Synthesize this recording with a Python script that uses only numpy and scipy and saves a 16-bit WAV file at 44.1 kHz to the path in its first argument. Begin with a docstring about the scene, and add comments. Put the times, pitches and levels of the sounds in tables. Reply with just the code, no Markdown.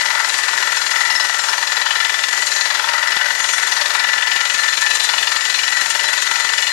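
"""A truck-mounted rig drills a well with an air hammer that quickens from about 21 to over 22 blows a second.
From the start, bursts of reflections and decaying modes make each blow clank and return as an echo, while
wavering sines keep the pipe singing; shaped noise hisses from the hole over a faint engine sine.
Loose steel pings and resonances swell in spells; squeals soon join as slightly wavering sines, and dull
thuds later as short low pulses. Only the left channel carries sound."""
import sys
import numpy as np
from scipy import signal
from scipy.fft import rfft, irfft, next_fast_len
from scipy.io import wavfile
from scipy.ndimage import uniform_filter1d, minimum_filter1d, map_coordinates

SR = 44100
rng = np.random.default_rng(int(sys.argv[2]) if len(sys.argv) > 2 else 0)


def generate_wav(signal):
    """Clip the signal to [-1, 1] and save it as 16-bit WAV at the path in sys.argv[1]."""
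    frames = np.transpose(np.atleast_2d(signal))
    scaled = np.clip(frames, -1, 1) * 32767
    pcm = np.round(scaled).astype(np.int16)
    wavfile.write(sys.argv[1], SR, pcm)


N = 296352
CLOCK_S = np.arange(N) / SR

# All table levels are relative; the functions set the balance between layers.
# hammer speed: time_s, rate_blows_per_s
HAMMER_RATE = [(0, 21.03), (.96, 21.06), (1.2, 20.56), (1.44, 21.22), (2.88, 21.54), (5.76, 22.18),
               (6, 22.01), (6.72, 22.6)]
# clank strength as the bit meets harder and softer rock: time_s, low_clank_db, pipe_ring_db, bright_clank_db
CLANK_LEVELS = [(0.0, -29, -28, -27), (0.21, -23, -21.5, -29.5), (0.3, -29.5, -30.5, -28),
                (0.68, -28.5, -24, -28.5), (0.87, -32, -26, -31), (0.97, -27.5, -22.0, -28.5),
                (1.06, -26.5, -27, -28), (1.35, -29.5, -24, -28.5), (1.54, -26.5, -28, -30),
                (1.73, -28.5, -32, -29.5), (2.01, -28, -24.5, -26), (2.1, -31.5, -29, -26),
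                (2.57, -31, -30, -34), (2.76, -25, -28, -26), (3.22, -26, -23, -30.5),
                (3.31, -29.5, -27, -32), (3.5, -31, -28, -27), (3.68, -29, -24.5, -30),
                (3.87, -27, -36, -26.5), (3.96, -26.5, -24, -27.5), (4.32, -30.5, -27.5, -23),
                (4.42, -30.5, -22, -25.5), (4.51, -32.5, -28, -25.5), (4.6, -35, -26, -26.5),
                (4.78, -30, -28.5, -25.0), (5.05, -32.5, -37, -28.5), (5.14, -26.5, -22.5, -28.5),
                (5.24, -35, -34, -21.5), (5.33, -26.5, -24, -27), (5.42, -34.5, -29.0, -25),
                (5.6, -32.5, -30, -24.0), (5.78, -31, -25, -28.5), (6.14, -28.5, -29.5, -27.5),
                (6.23, -34, -32, -29.5), (6.32, -29, -24.5, -26.5), (6.72, -31, -30, -25)]
# blows harder or softer than their neighbours: time_s, low_clank_extra_db, bright_clank_extra_db
ODD_BLOWS = [(0.11, 0.5, 1), (0.49, 3.5, 1.5), (0.59, -0.5, -2.5), (1.16, -4, -3), (1.3, -2, -3.5),
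             (1.54, 1, 0.5), (1.59, -4, -3), (1.63, 1.5, -1.0), (1.68, -4, 2.0), (1.87, 3, 1.0),
             (2.15, -0.5, -2), (2.24, 0, 4.5), (2.29, -6.5, -6), (2.34, 2.5, -1), (2.38, -1, -4),
             (2.52, 1.5, 3), (2.62, 0.5, 3), (2.85, -2, -2.5), (2.9, -1.5, 2), (3.13, -1, 4),
             (3.17, -2, 3.5), (3.36, -1.5, -4), (3.45, 1, 2), (3.54, -2.5, -4), (3.68, -0.5, -1.5),
             (3.82, 2.5, 1.5), (4.0, 0.5, 3.5), (4.1, -3, 0.5), (4.64, 2, 0.5), (4.83, 2.5, -2),
             (4.92, 0, 2), (4.96, -4, -8), (5.1, 2, 2.0), (5.24, 3, -5), (5.55, 0, 1), (5.91, -2.5, 0),
             (6.0, 0.0, 3), (6.09, -1, -2), (6.19, 3, -0.5), (6.63, -2.0, 0)]
# second burst of the double low clank: time_s, extra_db
SECOND_PASS_LEVELS = [(0, -1), (2.9, -0.5), (4.6, 3), (5.2, -2.5), (6.72, 0)]
# passes of a blow at the top of the pipe, then its echo: delay_s, gaussian_width_s, level_db
PIPE_PASSES = [(-.0066, .0018, 1.5), (-.0008, .0028, -1), (.021, .005, -7)]
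# modes the blows keep ringing in the pipe, low and middle: pitch_hz, level_db
LOW_PIPE_MODES = [(378, -15.5), (585, -7), (600, -7), (693, -9.5), (835, -4.5), (910, -1), (940, -1),
                  (1015, -1)]
MIDDLE_PIPE_MODES = [(1206, -7.5), (1315, -1.5), (1356, 4), (1402, 0), (1458, -1), (1509, 1), (1563, -10),
                     (1615, -5.5), (2065, 0), (2250, -1.5)]
# modes of the frame: pitch_hz, level_db, t60_s
FRAME_MODES = [(2335, -4, .07), (2570, -7, .12), (2780, 6, .0091), (2865, 5, .043), (2930, 1, .06),
               (3070, -12, .18), (3290, -13, .14), (3430, 2.5, .05), (3485, -1, .07), (3620, -6, .09),
               (3745, -9, .11)]
# modes of the steel drill table: pitch_hz, level_db, t60_s
TABLE_MODES = [(3980, 0, .046), (4035, -8, .12), (4140, -5, .067), (4335, -6, .08), (4415, -5, .08),
               (4520, 0, .036), (4785, -10, .11), (4860, -11, .08), (5110, -13, .14), (5280, -6, .055)]
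# ringing of the drill table: time_s, level_db
TABLE_LEVELS = [(0.0, -33.5), (0.3, -30), (0.59, -36.5), (0.87, -28.5), (0.97, -37), (1.16, -26.5),
                (1.45, -33.5), (2.01, -29), (2.1, -36), (2.57, -29.5), (3.31, -38), (3.77, -32),
                (4.05, -35), (4.96, -29), (6.59, -35), (6.72, -22)]
# filter responses of the two clanks: frequency_hz, response_db
LOW_CLANK_RESPONSE = [(150, -62), (330, -37), (520, -39), (740, -7.5), (900, 4.5), (1130, -1), (1400, 0),
                      (1900, 5.5), (2300, -18), (3000, -50)]
BRIGHT_CLANK_RESPONSE = [(1200, -14.5), (2000, -1), (2400, 9), (2900, 5.5), (3800, -4), (4300, 2.5),
                         (5300, 1.5), (7000, -16), (12000, -72)]
# two strongest clusters of pipe modes: pitch_hz, level_db
LOWER_TONE_MODES = [(1742, -13), (1759, 0), (1778, -6), (1798, -4)]
UPPER_TONE_MODES = [(1905, -10), (1930, -2), (1955, -7), (1972, 0), (2018, -7)]
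# moments when a cluster sings out or sinks: centre_s, half_length_s, extra_db
LOWER_TONE_SURGES = [(-0.0, 0.04, -1), (0.15, 0.027, -4.0), (0.287, 0.03, -4.5), (0.62, 0.19, 2),
                     (1.431, 0.024, -5), (1.62, 0.06, -1), (2.012, 0.13, 4.0), (2.449, 0.05, -8),
                     (2.52, 0.046, 3.5), (2.783, 0.067, -12), (3.147, 0.083, 3), (3.491, 0.07, -4.5),
                     (3.623, 0.033, 4.0), (4.148, 0.098, 3.5), (4.48, 0.067, -13), (4.543, 0.29, 7.5),
                     (4.777, 0.03, -10.5), (4.867, 0.073, 5.5), (5.81, 0.03, 5), (5.89, 0.03, -4),
                     (6.225, 0.13, -6.5), (6.55, 0.08, 1.5)]
UPPER_TONE_SURGES = [(0.03, 0.21, 1.5), (0.33, 0.091, -4.5), (0.84, 0.07, -8), (1.12, 0.3, 4.5),
                     (1.48, 0.21, -6), (1.89, 0.039, -11), (2.4, 0.07, 3), (2.52, 0.04, -10),
                     (2.84, 0.061, -9), (2.96, 0.11, 3), (3.27, 0.052, 4.5), (3.91, 0.037, -7),
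                     (4.07, 0.085, 3.5), (4.57, 0.03, -8), (4.791, 0.037, -10), (4.95, 0.062, -5),
                     (5.27, 0.09, -4), (5.63, 0.04, -4), (5.76, 0.082, 4), (5.9, 0.049, -9),
                     (6.14, 0.14, 3.0), (6.2, 0.06, -5)]
# chatter of the pipe in its guide: time_s, level_db
CHATTER_LEVELS = [(0, -34.5), (.28, -36), (.5, -34), (1.5, -34), (2.05, -36.5), (2.52, -31.5), (2.75, -37),
                  (3.25, -39), (3.5, -30.5), (3.92, -36.5), (4.34, -35.5), (4.6, -32), (5.04, -33.5),
                  (5.6, -32.5), (6.72, -33)]
# blows that chatter harder: time_s, extra_db
CHATTER_ACCENTS = [(0.287, 8.5), (0.334, 9), (0.381, 7), (0.77, 4), (3.545, 3), (4.49, 3), (4.54, 3.5),
                   (6.58, 3), (2.465, 3), (4.814, 5), (4.953, 9), (5.043, 11.5), (5.904, 7), (6.222, 7.5)]
# filter response of the rasp: frequency_hz, response_db
RASP_RESPONSE = [(3500, 3.5), (5300, 0.5), (7200, 9.5), (7600, 6), (8100, 2.5), (9400, 6), (10000, -4.5),
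                 (11500, -1), (12300, -28), (14500, -39)]
# thin high pipe modes: pitch_hz, level_db
SHRILL_MODES = [(5500, -52), (5566, -46), (5640, -52), (5870, -51), (5954, -43), (6062, -47), (6180, -54),
                (6331, -48), (6440, -51), (6530, -51), (6590, -54), (6675, -47), (6820, -51), (6912, -46.5),
                (7020, -45.5), (7284, -47), (7388, -43.5), (7425, -48), (7705, -56), (7820, -55),
                (8570, -56), (8642, -53), (8800, -58), (8975, -53), (9270, -56), (9340, -50.5), (9450, -56),
                (9610, -57), (9830, -60), (11520, -60)]
# air and spray leaving the hole: time_s, level_db
AIR_LEVELS = [(0, -25), (2.17, -26), (2.55, -24.5), (3.1, -26.5), (3.6, -24.5), (4.08, -26), (5.03, -25.5),
              (6.72, -26.5)]
# noise spectra of the rush and of the whistle at the gap: frequency_hz, response_db
RUSH_SPECTRUM = [(25, -17), (70, -34), (130, -21), (300, -15), (420, -7.5), (900, -1.5), (2500, 2),
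                 (4500, 1), (6800, -3), (8200, -10.5), (9400, -9), (10500, -14), (13000, -18), (15500, -38)]
WHISTLE_SPECTRUM = [(11000, -50), (12550, -17), (12780, 1), (13000, -17), (14500, -50)]
# pings of a loose steel part: start_s, level_db
PING_EVENTS = [(0.004, -20), (0.053, -19), (0.244, -20), (0.53, -21), (0.772, -16), (0.915, -20),
               (0.962, -20), (1.01, -19), (1.057, -20), (1.102, -13), (1.155, -12), (1.202, -10),
               (1.395, -15), (1.488, -13), (3.075, -24), (3.12, -24), (4.27, -19), (6.58, -21)]
# modes of that part: pitch_hz, level_db, t60_s
PING_MODES = [(4007, -6.5, 0.065), (5230, -8, 0.082), (5330, -1, 0.075)]
# spells of one steelwork resonance driven hard: centre_s, gaussian_width_s, pitch_hz, level_db
RESONANCE_SPELLS = [(.03, .062, 2890, -31), (.02, 0.027, 4540, -27), (.36, .14, 4000, -34),
                    (1.099, 0.0418, 2780, -26), (.8, 0.11, 3430, -29), (1.193, .11, 3975, -31),
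                    (1.45, .08, 3440, -31), (1.3, 0.303, 690, -39.5), (1.84, .2, 4000, -26.5),
                    (1.948, 0.224, 3440, -27), (2.234, .04, 2810, -26), (2.238, 0.022, 3560, -29),
                    (2.62, .17, 4030, -25.5), (3.1, 0.068, 4010, -28), (2.598, .084, 4360, -41),
                    (2.76, .04, 3316, -26), (2.851, .12, 1056, -31), (2.928, .1, 1320, -26),
                    (2.97, .1, 1205, -34), (3.622, .2, 3460, -27.5), (3.767, 0.0396, 3925, -30),
                    (3.802, 0.045, 4500, -26), (3.86, 0.046, 3480, -29), (4.25, .2, 2870, -32),
                    (4.418, 0.113, 2950, -26), (4.862, .13, 2940, -28), (5, .1, 3600, -29),
                    (5.319, 0.058, 4890, -32), (5.55, .12, 2950, -30), (6.23, 0.071, 3180, -30),
                    (6.23, .08, 3650, -28), (6.667, .1, 2910, -23)]
# squeals of the turning pipe in its guide: start_s, end_s, pitch_hz, level_db
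SQUEAL_EVENTS = [(.1, .3, 11843, -50), (.25, .45, 10357, -48), (.25, .44, 7816, -38), (.25, .44, 8979, -41),
                 (.72, .9, 7388, -35), (1.33, 1.5, 7405, -34), (1.44, 1.72, 5950, -35),
                 (1.45, 1.58, 6330, -38), (2.3, 2.52, 7405, -35), (2.44, 2.72, 5950, -35),
                 (2.48, 2.66, 6675, -32), (3.36, 3.56, 6675, -30), (3.42, 3.6, 5570, -35),
                 (3.5, 3.62, 9345, -38), (3.67, 3.83, 5950, -34), (4.58, 4.63, 4155, -25),
                 (4.68, 4.82, 4135, -30), (4.86, 5.13, 4030, -27.5), (4.86, 4.95, 10250, -41),
                 (5.01, 5.1, 3617, -30), (5.13, 5.48, 4120, -33), (5.5, 5.62, 4150, -30),
                 (5.54, 5.75, 5572, -36), (5.72, 5.85, 4155, -31), (5.66, 5.95, 4040, -33),
                 (5.98, 6.32, 4035, -29), (6.1, 6.6, 4130, -33), (6.3, 6.68, 7020, -34),
                 (6.62, 6.74, 4155, -28)]
# dull thuds: start_s, level_db, pulse_time_constant_s
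THUD_EVENTS = [(3.167, -31, .00042), (4.18, -39, .0004), (4.363, -41, .0005), (4.55, -38.5, .00055),
               (5.364, -34.5, .00038), (5.73, -46, .0006), (5.82, -35.5, .00044), (5.955, -47, .0007),
               (6.045, -44, .0006), (6.314, -35.5, .00038), (6.449, -36.5, .00038)]

ECHO_S = 0.029  # return of each blow along the pipe
LOWER_DB, UPPER_DB = -28.5, -26.8  # usual relative level of the two strongest pipe tones
SPELL_T60_S, SPELL_DETUNE_HZ = 0.1, 27.6  # ring time; scatter of pitch from blow to blow
ENGINE_HZ = 89
LIMIT, TOP_HZ = .88, 15650  # limiter peak amplitude; top of the passed band


def amp(db):
    """Level law: decibels become an amplitude gain."""
    return 10 ** (np.asarray(db) / 20)


def unit(x):
    """Normalization: x is scaled to an rms of 1."""
    return x / np.sqrt(np.mean(x ** 2) + 1e-20)


def curves(rows):
    """Linear interpolation: one value per sample for each column after the time."""
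    s, *cols = np.transpose(rows)
    return [np.interp(CLOCK_S, s, c) for c in cols]


def bump(centre, half, power=2):
    """Bell law: a smooth rise to 1 and fall, at 1/e a half length (s) from the centre."""
    return np.exp(-((CLOCK_S - centre) / half) ** power)


def wobble(rate):
    """Band-limited fluctuation: a smooth curve through random knots, rate of them a second."""
    knots = rng.standard_normal(int(N * rate / SR) + 4)
    return map_coordinates(knots, [np.arange(N) * rate / SR])


def filtered(x, response):
    """Linear filtering: the spectrum of x is multiplied by a function of frequency."""
    m = next_fast_len(N + SR // 2)
    return irfft(rfft(x, m) * response(np.fft.rfftfreq(m, 1 / SR)), m)[..., :N]


def coloured(x, points):
    """Spectral shaping: x passes a response drawn over log frequency and leaves at rms 1."""
    f, db = np.transpose(points)

    def response(hz):
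        inside = np.interp(np.log(hz + 1), np.log(f), db)
        above = 40 * np.log(np.maximum(hz / f[-1], 1))
        below = 10 * np.log(np.maximum(f[0] / (hz + 1), 1))
        return amp(inside - above - below)

    return unit(filtered(x, response))


def steady(x, size):
    """Automatic gain: swells longer than size samples are evened out."""
    power = uniform_filter1d(uniform_filter1d(x ** 2, size), size)
    return x / np.sqrt(np.abs(power) + 1e-9)


def laid(times, bursts):
    """Superposition: one row of bursts starts at each time, and the sum has rms 1."""
    # a second of padding admits bursts that start before time zero
    at = np.round(times[:, None] * SR).astype(int) + np.arange(bursts.shape[1]) + SR
    return unit(np.bincount(at.ravel(), bursts.ravel(), N + SR)[SR:N + SR])


def rattle(times, lead, rise, decay, tail, alike, scatter_db):
    """Dense reflections: noise bursts decay; their pattern partly repeats and drifts as the pipe turns."""
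    t = np.arange(SR // 10) / SR
    shape = (1 - np.exp(-(t / rise) ** 2)) * np.hypot(np.exp(-t / decay), tail * np.exp(-t / 0.084))
    fresh = rng.standard_normal((len(times), len(t)))
    before = alike * rng.standard_normal((1, len(t)))
    # recursion from blow to blow, separately at each sample of the burst
    pattern = signal.lfilter([np.sqrt(1 - alike ** 2)], [1, -alike], fresh, axis=0, zi=before)[0]
    strength = amp(scatter_db * rng.standard_normal((len(times), 1)))
    return laid(times - lead, pattern * shape * strength)


def struck(times, modes, lead, rise, scatter_db):
    """Modal excitation: each blow rings decaying modes anew, at fresh strengths and phases."""
    hz, db, t60 = np.transpose(modes)
    t = np.arange(SR // 4) / SR
    rings = amp(-60 * t / t60[:, None]) * np.exp(2j * np.pi * hz[:, None] * t)
    rings = rings * (1 - np.exp(-(t / rise) ** 2))
    size = (len(times), len(hz))
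    # the turning pipe favours other modes from moment to moment
    turning = unit(uniform_filter1d(rng.standard_normal(size), size=4, axis=0))
    strength_db = db + scatter_db * (1.35 * turning + 1.15 * rng.standard_normal(size))
    gains = amp(strength_db) * np.exp(2j * np.pi * rng.random(size))
    return laid(times - lead, (gains @ rings).real)


def ringing(modes, waver_hz, sway_db):
    """Sustained modes: sines that never stop waver in pitch and strength, and beat together."""
    def drift(count):
        return np.interp(CLOCK_S, np.linspace(0, N / SR, count), rng.standard_normal(count))

    total = np.zeros(N)
    for hz, db in modes:
        level = amp(db + sway_db * drift(count=50))
        phase = 2 * np.pi * np.cumsum(hz + waver_hz * drift(count=150)) / SR
        total += level * np.sin(phase)
    return unit(total)


def passing(times, between_db, scatter_db):
    """Travelling energy: a short crest for every pass of a blow at the pipe top, a lower ring between."""
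    t = np.arange(SR // 12) / SR - .02
    crests = np.array([amp(db) * np.exp(-((t - delay) / width) ** 2 / 2) for delay, width, db in PIPE_PASSES])
    strength = amp(scatter_db * rng.standard_normal((len(times), len(PIPE_PASSES))))
    power = strength ** 2 @ crests ** 2
    return unit(np.sqrt(laid(times + t[0], power) + amp(between_db) ** 2))


def blow_times():
    """Periodic impact: the piston strikes, with slight jitter, at each whole number of cycles."""
    cycles = np.cumsum(curves(HAMMER_RATE)[0]) / SR - .35
    times = np.interp(np.arange(int(cycles[-1]) + 1), cycles, CLOCK_S)
    return times + rng.normal(0, .0005, len(times))


def clank(times):
    """Dispersion: bending waves run faster at high pitch, so the bright clank leads the low double one."""
    low_db, pipe_db, bright_db = curves(CLANK_LEVELS)
    odd_low_db = sum(low * bump(s, .024, power=4) for s, low, bright in ODD_BLOWS)
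    odd_bright_db = sum(bright * bump(s, .024, power=4) for s, low, bright in ODD_BLOWS)
    first = rattle(times, lead=.0086, rise=0.0014, decay=0.004, tail=0.05, alike=0.7, scatter_db=.8)
    second = rattle(times, lead=.0018, rise=0.002, decay=0.0038, tail=0.05, alike=0.7, scatter_db=1.5)
    echo = rattle(times + ECHO_S, lead=0.0055, rise=0.0037, decay=0.011, tail=0.041, alike=0.6, scatter_db=2)
    passes = first + amp(curves(SECOND_PASS_LEVELS)[0] - 4.5) * second + amp(-6) * echo
    body = amp(-0.5) * coloured(passes, LOW_CLANK_RESPONSE)

    drone = amp(-9.0) * ringing(LOW_PIPE_MODES, waver_hz=5.97, sway_db=3.5)
    drone = drone * passing(times + 0.002, between_db=-4.5, scatter_db=4.0)
    pipe = steady(ringing(MIDDLE_PIPE_MODES, waver_hz=9.04, sway_db=4), size=2600)
    pipe = amp(pipe_db - 3.0) * pipe * passing(times, between_db=-5.5, scatter_db=3)

    crack = rattle(times, lead=.0103, rise=0.0015, decay=0.0072, tail=0.15, alike=0.7, scatter_db=1.3)
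    frame = amp(-4.5) * coloured(crack, BRIGHT_CLANK_RESPONSE)
    frame = frame + amp(-3.5) * struck(times, FRAME_MODES, lead=0.0115, rise=0.003, scatter_db=2.5)
    table = struck(times, TABLE_MODES, lead=.012, rise=0.0042, scatter_db=2)
    table = amp(curves(TABLE_LEVELS)[0] + .2) * table

    low = amp(odd_low_db) * (amp(low_db) * (body + drone) + pipe)
    bright = amp(odd_bright_db) * (amp(bright_db) * frame + table)
    return low + bright


def pipe_tones(times):
    """Beating: blows keep two clusters of close pipe modes singing, which throb with every pass."""
    out = np.zeros(N)
    for modes, mean_db, surges in [(LOWER_TONE_MODES, LOWER_DB, LOWER_TONE_SURGES),
                                   (UPPER_TONE_MODES, UPPER_DB, UPPER_TONE_SURGES)]:
        tone = ringing(modes, waver_hz=10.5, sway_db=5)
        tone = steady(tone * passing(times, between_db=-3.5, scatter_db=2.5), size=2600)
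        surge_db = sum(db * bump(s, half) for s, half, db in surges)
        out += amp(mean_db + surge_db) * tone
    return out


def chatter(times):
    """Steel contact at the guide: a rasp heads each blow, and thin high modes hang on."""
    rasp = rattle(times, lead=.0185, rise=0.0028, decay=0.018, tail=0.32, alike=0.8, scatter_db=1.9)
    modes = [(hz, db, .25) for hz, db in SHRILL_MODES]  # t60 of .25 s
    ring = steady(struck(times, modes, lead=.016, rise=.005, scatter_db=1.2), size=7000)
    accent_db = sum(db * bump(s, .02) for s, db in CHATTER_ACCENTS)
    rasp = amp(accent_db - 2.5) * coloured(rasp, RASP_RESPONSE)
    ring = amp(accent_db / 2 + 2.15) * ring
    return amp(curves(CHATTER_LEVELS)[0]) * (rasp + ring)


def spray():
    """Flow noise: air and wet cuttings rush out unevenly, with a thin whistle at the gap."""
    flow = amp(curves(AIR_LEVELS)[0] + .5 * wobble(7) + 1.9 * wobble(170))
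    rush = coloured(rng.standard_normal(N), RUSH_SPECTRUM)
    whistle = coloured(rng.standard_normal(N), WHISTLE_SPECTRUM)
    return flow * (amp(-1.9) * rush + amp(-27.5) * whistle)


def engine():
    """Periodic firing: the diesel's note is one sine, nearly steady in pitch and level."""
    phase = 2 * np.pi * np.cumsum(ENGINE_HZ + 0.16 * wobble(2.9)) / SR
    return amp(-60.5 + 0.57 * wobble(4.8)) * np.sin(phase)


def pings():
    """Free vibration: each ping of a loose part rings the same few decaying modes at new strengths."""
    out, t = np.zeros(N + SR), np.arange(SR // 5) / SR
    for s, db in PING_EVENTS:
        ring = np.zeros(len(t))
        for hz, level, t60 in PING_MODES:
            ring += amp(level + rng.normal(0, 2.4) - 60 * t / t60) * np.sin(2 * np.pi * hz * t)
        onset = 1 - np.exp(-t / 0.0032)
        out[round(s * SR):][:len(t)] += amp(db) * ring * onset
    return out[:N]


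def spells(times):
    """Forced resonance: one steelwork mode after another swells up under the blows and fades again."""
    out, t = np.zeros(N + SR), np.arange(SR // 8) / SR
    for s, width, hz, db in RESONANCE_SPELLS:
        near = (abs(times - s) < 2 * width) & (times > .01)
        for start in times[near] - .01:
            detune, phase = rng.standard_normal(2)
            swell = np.exp(-((start - s) / width) ** 2 / 2)
            ring = np.sin(2 * np.pi * ((hz + SPELL_DETUNE_HZ * detune) * t + phase))
            onset = 1 - np.exp(-(t / 0.0024) ** 2)
            out[round(start * SR):][:len(t)] += swell * amp(db + 6 - 60 * t / SPELL_T60_S) * ring * onset
    return out[:N]


def squeals():
    """Friction excitation: rubbing holds one mode singing, wavering slightly in pitch and in strength."""
    warped_s = np.cumsum(1 + .004 * wobble(30)) / SR
    flutter = amp(3 * wobble(40))
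    out = np.zeros(N)
    for start, end, hz, db in SQUEAL_EVENTS:
        across = 2 * (CLOCK_S - start) / (end - start) - 1  # -1 at the start, 1 at the end
        swell = np.sqrt(np.maximum(0, 1 - across ** 2))
        out += amp(db) * swell * np.sin(2 * np.pi * hz * warped_s)
    return flutter * out


def thuds():
    """Low pulses: short dull thumps at some blows swing once each way, without any ring."""
    out = np.zeros(N)
    for s, db, pulse_s in THUD_EVENTS:
        v = np.clip((CLOCK_S - s) / pulse_s, 0, 50)
        out += amp(db + 13.5) * v * (2 - v) * np.exp(-v)
    return out


def scene():
    """Superposition: all sounds of the rig add up, on the left channel alone."""
    times = blow_times()
    steel = clank(times) + spells(times) + pipe_tones(times) + chatter(times) + pings()
    rig = steel + spray() + engine() + thuds() + squeals()
    return np.array([2 * rig, np.zeros(N)])


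def record(dry):
    """Peak limiting and band limiting: a fast gain holds the highest peaks, then a sharp low-pass acts."""
    needed = np.minimum(1, LIMIT / (np.abs(dry).max(axis=0) + 1e-9))
    gain = uniform_filter1d(minimum_filter1d(needed, size=161), size=161)
    return filtered(dry * gain, lambda hz: hz < TOP_HZ)


dry = scene()
out = record(dry)
generate_wav(out)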